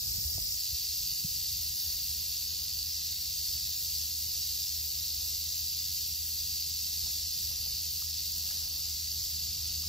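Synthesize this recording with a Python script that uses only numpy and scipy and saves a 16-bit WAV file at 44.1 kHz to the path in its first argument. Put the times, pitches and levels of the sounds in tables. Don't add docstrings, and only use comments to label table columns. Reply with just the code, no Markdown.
import sys
import numpy as np
from scipy import signal
from scipy.fft import rfft, irfft, next_fast_len
from scipy.io import wavfile
from scipy.ndimage import uniform_filter1d

SR = 44100
rng = np.random.default_rng(int(sys.argv[2]) if len(sys.argv) > 2 else 0)


def natural_amplitude(level_db):
    exponent = np.asarray(level_db, float) / 20
    return 10 ** exponent


def to_wav(s):
    ch = np.atleast_2d(s).T
    pcm = np.round(np.clip(ch, -1, 1) * 32767)
    wavfile.write(sys.argv[1], SR, pcm.astype(np.int16))


N = 435708

# t/s, swings/Hz
TAIL_SPEED = [(0.0, 100.2), (1.0, 97.35), (2.15, 94.8), (3.2, 96.25), (4.25, 96.27), (5.0, 94.5),
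              (6.0, 95.16), (7.0, 93.94), (8.0, 94.3), (9.4, 96.9), (9.88, 95)]
# f/Hz, level/dB (per Hz)
HOLLOW_COLOUR = [(1500, -42.5), (1850, -28.5), (2400, -26), (2700, -16.5), (3100, -18), (4000, -7.5),
                 (4350, -4.5), (4550, 0), (4850, -3), (5250, -4), (6000, -7.5), (7000, -8.5), (8600, -15.5),
                 (11000, -41)]
# f/Hz, level/dB (per Hz)
RIM_COLOUR = [(5500, -41.5), (7800, -6.5), (8600, -8), (10200, -6), (11200, -2.5), (12700, -2.5),
              (14000, -4.5), (15600, -11), (15800, -27.5)]
# middle t/s, half length t/s, shade level/dB
PHONE_TILTS = [
    (0.852, 0.15, .2),
    (2.924, 1, 0.46),
    (5.7, 0.62, 0),
    (8.15, 0.18, 0.05),
    (9.2, 0.86, .25),
    (9.88, 0.11, .6),
]


def rattle():
    t = np.arange(N) / SR
    swings_hz = curve(TAIL_SPEED, t)[0]
    wag = np.cumsum(swings_hz) / SR / 2 + .008 * drift(hz=29.8)

    middle_s, half_s, shade_db = np.transpose(PHONE_TILTS)
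    tires_db_per_s = 0.0525
    loss_db = tires_db_per_s * t + shade_db @ swells(middle_s, half_s)
    hollow_db = -36 - loss_db + 0.23 * drift(hz=24.7)
    rim_db = -35.5 - 4.5 * loss_db + 0.49 * drift(hz=25.15)

    hollow = rings(wag, HOLLOW_COLOUR, column=2, per_s=11000., spread_db=1.0, steady=.8, ripple_db=6.5)
    rims = rings(wag, RIM_COLOUR, column=3, per_s=16000., spread_db=1.95, steady=0.68, ripple_db=6.5)
    return natural_amplitude(hollow_db) * hollow + natural_amplitude(rim_db) * rims


# place/wag (0-1), spread/wag, hollow level/dB, rim level/dB
WAG_VOLLEYS = [
    (.04, .045, 1.5, 0),
    (.17, .04, 0.5, -1),
    (0.369, .025, 0, 4),
    (.53, .05, 2, -1),
    (.67, .03, -0.5, 0),
    (.85, .022, 0, 2.5),
    (0.921, .035, 1.5, -2),
]


def rings(wag, colour, column, per_s, spread_db, steady, ripple_db):
    place = np.arange(512) / 512
    crowd = np.full(512, float(steady))
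    for volley in WAG_VOLLEYS:
        away = (place - volley[0] + .5) % 1 - .5
        crowd += natural_amplitude(2 * volley[column]) * np.exp(-.5 * (away / volley[1]) ** 2)
    crowd = (crowd / crowd.mean())[(wag % 1 * 512).astype(int)]

    strikes = rng.random(N) < per_s / SR * crowd
    sign = rng.choice([-1., 1.], N)
    size = np.minimum(rng.exponential(1, N), 4)
    blows = strikes * sign * natural_amplitude(spread_db * size)

    shells = knocks(colour, ripple_db, count=4)
    which = rng.integers(0, len(shells), N) == np.arange(len(shells))[:, None]
    facing = natural_amplitude([.9 * drift(hz=3.) for _ in shells])
    ringing = signal.oaconvolve(blows * which * facing, shells, axes=1)
    return evened(ringing.sum(0)[:N])


def knocks(colour, ripple_db, count=6, size=1024):
    ripples = uniform_filter1d(rng.standard_normal((count, size // 2 + 1)), 14, 1)
    bumps = natural_amplitude(ripple_db * evened(ripples))
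    bumps = bumps / np.linalg.norm(bumps, axis=0)
    level = np.log(natural_amplitude(read(colour, np.fft.rfftfreq(size, 1 / SR))[0]) * bumps)
    full = np.concatenate([level, level[:, -2:0:-1]], axis=1)
    spectrum = np.exp(np.conj(signal.hilbert(full)))
    return np.fft.ifft(spectrum).real


# f/Hz, left leads/rad, likeness (0-1), left minus right level/dB
SETTLED_STEERING = [(3000, .35, .98, 0), (3600, .58, .97, 0), (4200, .6, .96, 0), (4550, .9, .94, 0),
                    (4900, 1.8, .88, 0), (5150, -.2, .95, 0), (6000, .66, .92, 0), (7800, 2.05, .84, 0),
                    (8600, 2.72, .92, 0), (10700, 3.3, .95, 0), (11400, 3.66, .92, 0), (12000, 4.1, .85, 0),
                    (13600, 5.25, .85, 0), (14100, 5.9, .94, 0), (15500, 6.4, .97, 0)]
# f/Hz, left leads/rad, likeness (0-1), left minus right level/dB
FIRST_STEERING = [(2100, 0, 0.81, 3), (2600, 1, 0.93, 10.5), (3320, 2.5, 0.5, 2.5), (4180, 0.5, 0.79, 17.5),
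                  (4240, -2.5, 0.41, 15), (4900, 2, 0.38, 0), (5100, -1.2, 0.44, -4), (6170, 1, 0.82, 1)]


def snake():
    near = rattle()
    z = signal.stft(near, nperseg=128)[2]
    new_paths = np.exp(2j * np.pi * rng.random(z.shape))
    scattered = signal.istft(z * new_paths, nperseg=128)[1][:N]
    scattered *= np.std(near) / np.std(scattered)

    starting = FIRST_STEERING + [row for row in SETTLED_STEERING if row[0] > 5900]
    settles_s, fade_s = 0.552, 0.03
    settled = np.clip((np.arange(SR) / SR - settles_s) / fade_s, 0, 1)
    pair = steer(near, scattered, SETTLED_STEERING)
    first = steer(near[:SR], scattered[:SR], starting)
    pair[:, :SR] += (1 - settled) * (first - pair[:, :SR])
    return pair


def steer(near, scattered, table):
    size = next_fast_len(len(near))
    lead, same, balance_db = read(table, np.fft.rfftfreq(size, 1 / SR))
    same = np.clip(same, 0, 1)
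    together = np.sqrt((1 + same) / 2) * rfft(near, size)
    apart = np.sqrt((1 - same) / 2) * rfft(scattered, size)
    left = (together + apart) * np.exp(.5j * lead)
    right = (together - apart) * np.exp(-.5j * lead) / natural_amplitude(balance_db)
    return irfft(np.array([left, right]), size)[:, :len(near)]


# t/s, peak level/dB, f/Hz, ring t60/s, left minus right level/dB
HAND_BUMPS = [
    (0.087, -49, 108, 0.056, 2.0),
    (0.18, -38.5, 142, 0.019, -1),
    (0.245, -34.5, 72, 0.14, 0.1),
    (0.345, -39, 95, 0.09, 0.1),
    (0.378, -41, 135, 0.023, 2),
    (0.385, -37, 57.4, 0.14, 0.1),
    (0.722, -36, 68, 0.1, 3),
    (1.243, -32, 150, 0.029, -0.5),
]


def hand():
    return taps(HAND_BUMPS, noisy=.03, rise_s=.008)


# t/s, peak level/dB, f/Hz, ring t60/s, left minus right level/dB
STEM_SNAPS = [
    (0.379, -44, 658, 0.017, -10),
    (0.381, -45.5, 330, 0.019, -1),
    (7.062, -54, 880, 0.045, -6),
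    (7.512, -51, 704, 0.012, 0.5),
    (7.668, -48.5, 720, 0.012, 5),
    (7.996, -52, 1810, 0.016, 7),
    (8.02, -49, 1210, 0.014, 10),
    (8.506, -42.5, 1740, 0.023, 0.5),
    (8.511, -51.5, 850, 0.014, 3),
    (9.835, -54.5, 1150, 0.016, 11),
]


def stems():
    return taps(STEM_SNAPS, noisy=.3, rise_s=.002)


def taps(events, noisy, rise_s):
    out, t = np.zeros((2, N + 4096)), np.arange(4096) / SR
    for s, db, hz, t60, pan_db in events:
        band = signal.butter(2, [hz * .5, hz * 1.25], "band", fs=SR, output="sos")
        crackle = evened(signal.sosfilt(band, rng.standard_normal(4096)))
        tone = np.sin(2 * np.pi * hz * t)
        shape = (1 - np.exp(-(t / rise_s) ** 2)) * natural_amplitude(-60 * t / t60)
        tap = shape * ((1 - noisy) * tone + noisy * crackle)
        sides_db = db + np.array([[pan_db], [-pan_db]]) / 2
        at = round(s * SR)
        out[:, at:at + 4096] += natural_amplitude(sides_db) * tap / np.abs(tap).max()
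    return out[:, :N]


# multiple of its lowest pitch, level/dB
ENGINE_TONES = [(1, 0), (2, -15), (3, -28.5), (4, -31.5)]


def drone():
    t = np.arange(N) / SR
    idle_hz, pulls_hz, pulls_s, pull_time_s = 76.2, 77.7, 5.2, .15
    hz = idle_hz + (pulls_hz - idle_hz) * np.clip((t - pulls_s) / pull_time_s, 0, 1)
    turns = np.cumsum(hz + 0.55 * drift(hz=3.87)) / SR

    nears_db_per_s, passes_s, passes_db_per_s = 0.3361, 9.2, 8.5
    db = -54. + nears_db_per_s * t + passes_db_per_s * np.maximum(t - passes_s, 0)
    tones = np.zeros(N)
    for multiple, tone_db in ENGINE_TONES:
        level = np.sqrt(2) * natural_amplitude(db + tone_db + 1.4 * drift(hz=7.))
        tones += level * np.sin(2 * np.pi * multiple * turns)
    arrives_s, fade_s = 1.39, 0.2
    return np.clip((t - arrives_s) / fade_s, 0, 1) * tones


# f/Hz, level/dB (per Hz)
RUMBLE_COLOUR = [(20, -39), (30, -22.5), (45, -0.5), (60, 2.5), (100, -4.5), (170, -16.5), (250, -26),
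                 (400, -33.5), (800, -56.5)]
# f/Hz, likeness (-1 to 1)
RUMBLE_LIKENESS = [(20, .995), (125, .99), (400, .85)]
# f/Hz, level/dB (per Hz)
RUSTLE_COLOUR = [(120, -38), (200, 1.5), (237, -3), (286, -8.5), (388, -7.5), (641, -7.5), (1700, -13.5),
                 (2210, -54.5), (3740, -120)]
# f/Hz, likeness (-1 to 1)
RUSTLE_LIKENESS = [(200, .8), (330, .5), (500, .1), (770, -.1), (1100, .15), (1400, .55), (1800, .95)]
# middle t/s, half length t/s, rumble lift level/dB, rustle lift level/dB
WIND_PUFFS = [(0.12, 0.17, 8, 3.5), (0.363, 0.26, 7, 3), (0.8, .2, 0.5, -1.5), (1.154, 0.44, 4.5, -1),
              (1.56, 0.33, 4, -0.5), (1.914, .12, 3, 4), (2.622, 0.28, 2, 3.5), (3.6, 0.21, 2, 1.5),
              (5.23, 0.24, 2.5, 3.5), (6.1, .3, 1, -1.5), (7.06, .12, 4, 4.5), (7.575, 0.34, 3.5, 2),
              (8.65, 0.51, 1.5, 6.5), (9.22, .15, 3, 2), (9.696, 0.58, 2.5, 3.5)]


def air():
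    middle_s, half_s, *lifts_db = np.transpose(WIND_PUFFS)
    rumble_lift_db, rustle_lift_db = lifts_db @ swells(middle_s, half_s)
    rumble_db = -54.5 + rumble_lift_db
    rustle_db = -71 + rustle_lift_db + [[3.6], [2.4]]
    rumble = natural_amplitude(rumble_db) * hiss(RUMBLE_COLOUR, RUMBLE_LIKENESS, patchy_db=0.5)
    rustle = natural_amplitude(rustle_db) * hiss(RUSTLE_COLOUR, RUSTLE_LIKENESS, patchy_db=1.3)
    return rumble + rustle


def hiss(colour, same, patchy_db):
    frames, hz = N // 512 + 5, np.fft.rfftfreq(2048, 1 / SR)[:190]
    a, b, c, d, patches = rng.standard_normal((frames, len(hz), 5)).T
    patches = uniform_filter1d(patches, size=9, axis=0)
    patches = evened(uniform_filter1d(patches, size=7, axis=1))
    same = np.clip(read(same, hz)[0], -1, 1)[:, None]
    left, other = a + 1j * b, c + 1j * d
    z = np.array([left, same * left + np.sqrt(1 - same ** 2) * other])
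    z *= natural_amplitude(read(colour, hz)[0][:, None] + patchy_db * patches)
    z = np.pad(z, ((0, 0), (0, 1025 - len(hz)), (0, 0)))
    return evened(signal.istft(z, nperseg=2048, noverlap=1536)[1][:, :N])


def swells(middle_s, half_s):
    away = (np.arange(N) / SR - np.c_[middle_s]) / np.c_[half_s]
    return np.cos(np.pi / 2 * np.clip(away, -1, 1)) ** 2


def drift(hz):
    knots = rng.standard_normal(N // 64 + 2000)
    slow = signal.butter(3, hz, fs=SR / 64, output="sos")
    smooth = evened(signal.sosfilt(slow, knots)[1000:])
    return np.interp(np.arange(N) / 64, np.arange(len(smooth)), smooth)


def evened(x):
    return x / np.sqrt(np.mean(np.abs(x) ** 2) + 1e-30)


def read(points, hz):
    f, *columns = np.transpose(points)
    return np.array([np.interp(np.log(hz + 1), np.log(f + 1), c) for c in columns])


def curve(rows, t):
    s, *columns = np.transpose(rows)
    return np.array([np.interp(t, s, c) for c in columns])


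def scene():
    return snake() + hand() + stems() + drone() + air()


BAND_EDGES = np.r_[0:40:4, 40:96:8, 96:144:12, 144, 160, 176, 196, 216, 240, 264, 292, 320:1025:32]
# f/Hz, band level over rounding step/dB
ROUNDING = [(40, 26), (200, 15), (400, 10), (1200, 6), (2300, 6.5), (3000, 7), (4500, 12), (7500, 8),
            (13000, 10), (15500, 6.5)]


def coarse_pass(x, margin_db, waver_db, hole, from_hz):
    n, k = np.arange(2048), np.arange(1024)
    window = signal.windows.kaiser_bessel_derived(2048, 4 * np.pi)
    basis = window[:, None] * np.cos(np.pi / 1024 * np.outer(n + 512.5, k + .5)) / np.sqrt(512)
    lead, frames = 2048 - 336, N // 1024 + 4
    pair = np.pad([x[0] + x[1], x[0] - x[1]], ((0, 0), (lead, frames * 1024 - N - lead)))
    blocks = pair.reshape(2, frames, 1024)
    lines = np.concatenate([blocks[:, :-1], blocks[:, 1:]], axis=2) @ basis

    width, hz = np.diff(BAND_EDGES), BAND_EDGES[:-1] * SR / 2048
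    power = np.add.reduceat(lines ** 2, BAND_EDGES[:-1], axis=2) / width
    level = np.sqrt(power) + 1e-12
    stronger = level.max(0)
    waver = evened(uniform_filter1d(rng.standard_normal(level.shape), size=3, axis=1))
    limit = stronger * natural_amplitude(-margin_db + waver_db * waver)
    kept = (level > limit) | (hz < from_hz)
    step = np.where(hz < from_hz, level, stronger) / natural_amplitude(read(ROUNDING, hz)[0] - 3.5 * waver)
    step, kept = np.repeat(step, width, axis=2), np.repeat(kept, width, axis=2)

    nearby = uniform_filter1d(uniform_filter1d(lines ** 2, size=4, axis=2), size=2, axis=1)
    kept &= np.sqrt(abs(nearby)) > hole * step
    kept &= k * SR / 2048 < 15770
    rounded = step * np.sign(lines) * np.floor(np.abs(lines) / step + .4)
    halves = (kept * rounded) @ basis.T
    blocks = halves[:, 1:, :1024] + halves[:, :-1, 1024:]
    mid, side = blocks.reshape(2, -1)[:, lead - 1024:][:, :N]
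    return np.array([mid + side, mid - side]) / 2


def top_cut(x):
    return signal.sosfilt(signal.butter(12, 16160, fs=SR, output="sos"), x)


def record(dry):
    bass_cut = signal.butter(3, 42, "high", fs=SR, output="sos")
    mix = signal.sosfilt(bass_cut, dry)
    mix = coarse_pass(mix, margin_db=7.8, waver_db=1.2, hole=1.15, from_hz=1100.)
    return top_cut(mix)


dry = scene()
out = record(dry)
to_wav(out)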